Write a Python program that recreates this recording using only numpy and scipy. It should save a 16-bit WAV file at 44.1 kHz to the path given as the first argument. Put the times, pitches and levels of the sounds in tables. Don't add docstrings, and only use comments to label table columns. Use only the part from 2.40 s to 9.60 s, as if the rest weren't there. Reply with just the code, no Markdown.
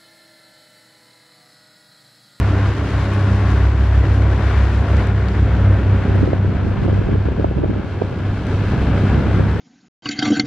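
import sys
import numpy as np
from scipy import signal
from scipy.fft import rfft, irfft
from scipy.io import wavfile

SR = 44100
rng = np.random.default_rng(int(sys.argv[2]) if len(sys.argv) > 2 else 0)


def master_out(mix):
    frames = np.transpose(np.atleast_2d(mix))
    ceiling = np.clip(frames, -1, 1)
    pcm = np.round(ceiling * 32767).astype(np.int16)
    wavfile.write(sys.argv[1], SR, pcm)


N = 317520
TIME = np.arange(N) / SR
SIDES = np.array([[1], [-1]])

# [t/s, relative level/dB, f/Hz]
CAMERA_TICKS = [(.713, -52, 4000), (.738, -53, 7500), (2.569, -42, 4000), (2.672, -48.5, 4700),
                (2.885, -38.5, 3200), (3.755, -58, 6800), (6.068, -50, 4500)]

# [t/s, relative eddy level/dB]
DRAUGHT_LEVEL = [(0, -56), (3, -32.5), (3.6, -28), (3.86, -17), (4.0, -25.5), (4.17, -25), (4.28, -19),
                 (4.39, -21), (4.48, -16), (4.61, -22), (4.7, -14.5), (4.8, -25), (4.93, -21.5),
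                 (5.02, -20.5), (5.11, -24), (5.22, -21), (5.38, -24), (5.5, -28), (5.95, -38),
                 (6.4, -25.7), (7, -23), (7.2, -31.5)]
# [t/s, lag of the right port/s]
PORT_LAG = [(0, .00075), (5.7, .00075), (6.2, .0001), (7.2, .0001)]
# [t/s, buffeting level/dB, deep rumble level/dB]
CAMERA_PUSH = [(0, -51, -44), (1.2, -31, -45), (2, -36, -45), (3.1, -26.5, -40), (3.8, -28.5, -32),
               (4.65, -32.5, -25), (5.2, -31.5, -34), (5.72, -28.5, -42), (5.9, -27, -32), (6.45, -22, -29),
               (6.9, -21.5, -40), (7.2, -23, -47)]
# [f/Hz, relative density/dB per Hz]
BUFFET_SPECTRUM = [(20, -22.5), (50, -2.5), (80, -3), (150, 4), (220, 0), (350, -6.5), (550, -17),
                   (1000, -34), (3000, -55.5), (16000, -115)]
# [f/Hz, relative density/dB per Hz]
RUMBLE_SPECTRUM = [(15, -15.5), (38, 0.5), (55, -1), (110, -20.5), (1000, -87.5)]
# [t/s, level/dB, f/Hz, left minus right/dB, lag of the right port/s]
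STRONG_EDDIES = [(3.547, -12.5, 220, 1, 0.0), (3.654, -10.5, 180, -1, 0.0), (3.661, -12.0, 390, 1, 0.0),
                 (3.681, -13.0, 260, -5, 0.0), (3.696, -12.0, 300, -1, 0.0), (3.756, -12.5, 440, 2, 0.0),
                 (3.836, -13.5, 350, -1, 0.0003), (3.876, -6.5, 440, -2, 0.0006),
                 (3.882, -13.5, 300, 5, 0.0006), (3.89, -11.5, 350, 1, 0.0006),
                 (3.933, -2.5, 470, -1, 0.0005), (4.048, -11.0, 300, -2, 0.0), (4.169, -11.5, 180, -3, 0.0),
                 (4.266, -12.0, 260, 2, 0.0), (4.448, -11.0, 220, 1, 0.0006),
                 (4.453, -12.0, 300, 1, 0.0006), (4.465, -10.0, 180, -1, 0.0006),
                 (4.48, -9.5, 350, -1, 0.0), (4.486, -9.0, 390, 2, 0.0), (4.531, -10, 320, 0, 0.0006),
                 (4.578, -11.0, 500, 1, 0.0006), (4.616, -11.5, 350, 3, 0.0006),
                 (4.689, -10.5, 300, -8, 0.0006), (4.729, -7.5, 220, -3, 0.0006),
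                 (4.754, -13.5, 500, 0, 0.0006), (4.759, -12.0, 350, -5, 0.0006),
                 (4.856, -9.0, 440, 0, 0.0006), (4.887, -9, 420, 4, 0.0005), (4.921, -14.0, 390, 4, 0.0003),
                 (4.986, -11.0, 300, 2, 0.0006), (4.998, -4.5, 360, 2, 0.0006),
                 (5.045, -1.5, 620, -1, 0.0005), (5.048, -5, 430, -1, 0.0006),
                 (5.113, -9.0, 350, -1, 0.0006), (5.176, -12.5, 350, 0, 0.0006),
                 (5.185, -13.0, 440, -2, 0.0006), (5.192, -10.5, 260, 0, 0.0006),
                 (5.235, -12.0, 390, -5, 0.0006), (5.239, -5.5, 400, 2, 0.0006),
                 (5.245, -8, 560, 0, 0.0005), (5.263, -12.5, 300, -1, 0.0006),
                 (5.316, -13.0, 300, 1, 0.0006), (5.363, -12.5, 350, -2, 0.0006),
                 (5.398, -13.0, 260, -3, 0.0006), (5.617, -10, 440, -9, 0.0006),
                 (5.621, -4.5, 460, -7, 0.0003), (5.728, -15.5, 450, -7, 0.0006),
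                 (6.141, -10.0, 180, 1, 0.0), (6.323, -8.5, 180, 0, 0.0), (6.362, -11.5, 300, -1, 0.0),
                 (6.445, -8.5, 180, -1, 0.0), (6.477, -7.0, 180, 0, 0.0), (6.64, -9.0, 180, -1, 0.0),
                 (6.673, -7.5, 180, -1, 0.0), (6.732, -6.0, 180, 0, 0.0), (6.779, -10.5, 220, -4, 0.0003),
                 (6.811, -10.0, 220, -1, 0.0), (6.845, -11.0, 260, 2, 0.0), (6.889, -9.0, 220, 1, 0.0),
                 (6.986, -11.5, 220, -6, 0.0003), (6.997, -6.0, 350, 2, 0.0006)]

# [t/s, relative level/dB]
AIR_LEVEL = [(0, -32.5), (.45, -32.5), (.6, -32.5), (.72, -32.5), (1.2, -32), (1.3, -34.5), (1.85, -34),
             (2.14, -30), (2.26, -31.5), (2.31, -32.5), (2.39, -33.5), (2.56, -31), (2.68, -32.5),
             (2.73, -35), (3.15, -32.5), (3.9, -34), (4.02, -37.5), (4.3, -35.5), (4.7, -36.5), (4.78, -38),
             (5.03, -37.5), (5.1, -41.5), (5.25, -39), (5.9, -37), (6.7, -30.5), (7.2, -34)]
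# [t/s, relative hiss level/dB, lean to the left/dB before scaling for each band]
MICROPHONE_AIM = [(0, -17, 1.5), (.6, -15, 4), (1.2, -17, 5.5), (1.9, -17, 7), (3.2, -22, 3.5),
                  (5.6, -22, 3.5), (6.1, -17.5, 3), (6.8, -21.5, 4.5), (7.2, -21, 4)]
# [f/Hz, relative density/dB per Hz]
AIR_SPECTRUM = [(20, -3.5), (45, 6.5), (70, 18.5), (130, 15.5), (170, 9.5), (380, 5.5), (550, 4.5),
                (850, -0.2), (1800, -4), (2600, -11), (4000, -19), (7000, -31.5), (10000, -41.5),
                (15000, -60)]
# [f/Hz, width/Hz, lift/dB]
HOUSING_RESONANCES = [(71.5, 4.9, 11), (296, 26, 3.5), (392, 3, 3.5), (1090, 130, -0.5), (1215, 88, -2.5),
                      (1423, 350, 2.5), (3180, 570, 0.5)]
# [f/Hz, side minus mid/dB]
STEREO_WIDTH = [(60, -20), (200, -19.5), (500, -17.5), (1100, -13), (1600, -12.5), (2600, -9.5),
                (4000, -3.5), (8000, 1.5), (13000, 12)]
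# [t/s, share/0-1]
FRONT_SHARE = [(0, 0.82), (1.25, 0.95), (2, 0.35), (3.2, 0), (7.2, 0)]
# [f/Hz, width/Hz, lift/dB]
FRONT_RESONANCES = [(228, 30, -3.5), (287, 16, 8), (323, 12, 5), (443, 24, -6), (530, 26, -5),
                    (560, 16, 2.5), (880, 90, -1.5), (1080, 170, 4.5), (1620, 130, 1.5)]
# [t/s, share/0-1]
RIM_SHARE = [(0, 0), (3.3, 0), (4.3, 0.6), (5.1, 1), (5.9, 1), (6.6, 0.8), (7.2, 0)]
# [f/Hz, width/Hz, lift/dB]
RIM_RESONANCES = [(1700, 220, 3.2), (1850, 170, -7.5), (2650, 140, 2.5), (3130, 160, 2), (4200, 2200, 1.5)]

# [t/s, turns per second]
IMPELLER_SPEED = [(0, 32.75), (2.6, 32.4), (3.1, 32), (5.05, 32), (5.25, 32.18), (5.95, 32.19),
                  (6.25, 32.5), (7.2, 32.6)]
# [t/s, motor hum level/dB, third impeller order level/dB]
MAIN_TONES = [(0, -20, -19), (.8, -18, -42.5), (2.4, -17, -52), (3.3, -18, -19), (3.7, -26, -17),
              (4.5, -20, -22), (5.3, -26.5, -26.5), (5.55, -34, -26.5), (6.2, -22.5, -27.5),
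              (6.7, -20, -23.5), (7.2, -25.5, -24)]
# [t/s, level/dB]
DRONE_LEVEL = [(0, -20), (.42, -28.5), (.55, -19.5), (.7, -24), (.82, -34), (.94, -19), (1.04, -20),
               (1.14, -15), (1.62, -13.5), (2.08, -18), (2.22, -13), (2.45, -18.5), (3.3, -17.5),
               (3.45, -23), (3.8, -22.5), (4.1, -30.5), (4.6, -36), (4.73, -25), (5.25, -23.5),
               (5.5, -35.5), (6.15, -36), (6.42, -21), (7.2, -25)]
# [t/s, level/dB]
SIXTH_LEVEL = [(0, -35), (.6, -37), (.95, -25), (1.3, -36), (1.7, -38), (2.3, -33), (2.7, -31), (3.2, -29),
               (3.7, -34), (4.4, -32), (5, -40.5), (7.2, -41)]
# [multiple of the turning rate, relative level/dB]
WEAK_ORDERS = [(4, -30), (5, -43), (8, -38.5), (10, -44), (12, -41.5), (13, -44)]


def amp(db):
    return 10 ** (np.asarray(db) / 20)


def curves(table):
    s, *columns = np.transpose(table)
    return [np.interp(TIME, s, column) for column in columns]


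def unit(x):
    return x / np.sqrt(np.mean(x ** 2))


def bins():
    return np.maximum(np.arange(N // 2 + 1) * SR / N, 1)


def colour(points):
    hz, db = np.transpose(points)
    return amp(np.interp(np.log(bins()), np.log(hz), db))


def lift(resonances):
    hz = bins()
    lift_db = sum(db / (1 + (2 * (hz - centre) / width) ** 2) for centre, width, db in resonances)
    return amp(lift_db)


def noise(gain):
    return unit(irfft(rfft(rng.standard_normal(N)) * gain, N))


def walk(rate):
    return noise(np.exp(-(bins() / rate) ** 2))


def add(out, s, sound):
    start = int(np.clip(s * SR - sound.shape[1] / 2, 0, N - sound.shape[1]))
    out[:, start:start + sound.shape[1]] += sound


def tiles(x, wet_db=-17, t60_s=0.71):
    t = TIME[:SR // 4]
    echo = rng.standard_normal(len(t)) * amp(-60 * t / t60_s)
    echo = echo / np.sqrt(np.sum(echo ** 2))
    return x + amp(wet_db) * signal.fftconvolve(x, echo[None], axes=1)[:, :N]


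def ticks(decay_s=0.0019, attack_s=0.0011):
    out = np.zeros((2, N))
    t = np.arange(-1323, 1323) / SR
    envelope = np.exp(-np.abs(t) / np.where(t < 0, attack_s, decay_s))
    for s, db, hz in CAMERA_TICKS:
        band = signal.butter(2, [hz / 1.5, hz * 1.5], "band", fs=SR, output="sos")
        blow = rng.standard_normal((2, len(t))) * envelope
        ring = signal.sosfilt(band, blow)
        add(out, s, amp(db + 15.5) * ring / np.abs(ring).max())
    return out


def pop(hz, lag_s, order=5):
    t = np.arange(-662, 662) / SR + SIDES * lag_s / 2
    length_s = (order - .5) / (2 * np.pi * hz)
    random_phase = np.exp(2j * np.pi * rng.random())
    return np.real(random_phase / (1 - 1j * t / length_s) ** order)


def eddies(hz, octaves, scatter_db, lean_db, lag_scatter_s, count):
    out = np.zeros((2, N))
    lag_s, = curves(PORT_LAG)
    chances = rng.uniform(-1.006, 1, (count, 5))
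    for k, (when, strength, pitch, lean, path) in enumerate(chances):
        i = int(np.clip((k + when) / count * N, 0, N - 1))
        gain = amp(scatter_db * strength + lean_db * SIDES * lean)
        eddy = pop(hz * 2 ** (octaves * pitch), lag_s[i] + lag_scatter_s * path)
        add(out, i / SR, gain * eddy)
    return unit(out)


def draught(small_db=-11.3, large_db=-3.5, buffet_gust_db=3.5, right_db=.8, gust_db=2, gust_hz=18):
    eddy_db, = curves(DRAUGHT_LEVEL)
    buffet_db, rumble_db = curves(CAMERA_PUSH)
    small = eddies(hz=360, octaves=.5, scatter_db=5, lean_db=5, lag_scatter_s=.0007, count=640)
    large = eddies(hz=185, octaves=.55, scatter_db=6, lean_db=6, lag_scatter_s=.0018, count=480)
    buffet_gusts = amp(buffet_gust_db * np.tanh(walk(41)))
    buffet = unit(noise(colour(BUFFET_SPECTRUM)) * buffet_gusts)
    gusts = amp(eddy_db + gust_db * np.tanh(walk(gust_hz)) - right_db * SIDES)
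    patter = (amp(small_db) * small + amp(large_db) * large) * gusts
    rumble = noise(colour(RUMBLE_SPECTRUM)) * amp(rumble_db)
    return patter + buffet * amp(buffet_db) + rumble


def bursts():
    out = np.zeros((2, N))
    for s, db, hz, pan_db, lag_s in STRONG_EDDIES:
        add(out, s, amp(db + SIDES * pan_db / 2) * pop(hz, lag_s))
    return out


def grille(air_db=-1, hiss_lift_db=18, hiss_hz=3500, flicker_db=1.13, swirl=0.14):
    level_db, = curves(AIR_LEVEL)
    hiss_db, pan_db = curves(MICROPHONE_AIM)
    speed, = curves(IMPELLER_SPEED)
    hz = bins()
    shape = colour(AIR_SPECTRUM) * lift(HOUSING_RESONANCES)
    mid, side = rfft(rng.standard_normal((2, N)))
    ports = shape * (mid + SIDES * side * colour(STEREO_WIDTH))
    rush_band = (hz > 1000) & (hz < 2500)
    ports = ports / np.std(irfft(shape * mid * rush_band, N))
    low = 1 / (1 + (hz / 650) ** 4)
    high = 1 / (1 + (hiss_hz / hz) ** 3)
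    body = irfft(ports * low, N)
    rush = irfft(ports * (1 - low) * (1 - high), N)
    hiss = irfft(ports * (1 - low) * high, N)
    body = body * amp(level_db + 1.3 * walk(3))
    rush = rush * amp(level_db + flicker_db * walk(28) + SIDES * pan_db * 0.32)
    hiss = hiss * amp(level_db + hiss_db + hiss_lift_db + flicker_db * walk(14) + SIDES * pan_db * 0.17)
    turns = np.cumsum(speed) / SR
    pulse = 1 + swirl * np.cos(2 * 2 * np.pi * turns)
    return amp(air_db) * (body + (rush + hiss) * pulse)


def tint(air, place, resonances):
    share, = curves(place)
    change = irfft(rfft(air) * (lift(resonances) - 1), N)
    return air + share * change


def motor(hum_hz=100, in_step_s=3.78, overtone_db=-1, double_db=-23):
    speed, = curves(IMPELLER_SPEED)
    hum_db, third_db = curves(MAIN_TONES)
    drone_db = curves(DRONE_LEVEL)[0] + 1.5 * walk(18)
    sixth_db = curves(SIXTH_LEVEL)[0] + 1.8 * walk(8)
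    turns = np.cumsum(speed) / SR
    angle = 2 * np.pi * (turns - np.interp(in_step_s, TIME, turns))
    field = 2 * np.pi * hum_hz * (TIME - in_step_s)
    hum_wave = np.cos(field) + amp(double_db) * np.cos(2 * field)
    hum = amp(hum_db + 2.5 * walk(1.8)) * hum_wave
    third = amp(third_db) * np.cos(3 * angle)
    drone = amp(drone_db) * np.cos(2 * angle + 0.22 * walk(9.5))
    sixth = amp(sixth_db) * np.cos(6 * angle + .55 * walk(7))
    overtones = np.zeros(N)
    for order, db in WEAK_ORDERS:
        overtones += amp(db + 2.14 * walk(4.8)) * np.cos(order * angle + .9 * walk(4.1))
    main_db = np.maximum(hum_db, third_db)
    facing = amp(overtone_db + .5 * (main_db - main_db.max()))
    return np.sqrt(2) * (hum + third + drone + sixth + facing * overtones)


def scene():
    front_air = tint(grille(), FRONT_SHARE, FRONT_RESONANCES)
    air = tint(front_air, RIM_SHARE, RIM_RESONANCES)
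    return motor() + tiles(air) + draught() + bursts() + ticks()


def record(dry, mono_hz=60, thin_hz=12, top_hz=15700):
    mid = dry.mean(axis=0)
    merged = mid + irfft(rfft(dry - mid) / (1 + (mono_hz / bins()) ** 4), N)
    thinned = signal.sosfilt(signal.butter(1, thin_hz, "high", fs=SR, output="sos"), merged)
    return signal.sosfilt(signal.ellip(8, .2, 70, top_hz, fs=SR, output="sos"), thinned)


dry = scene()
out = record(dry)
master_out(out)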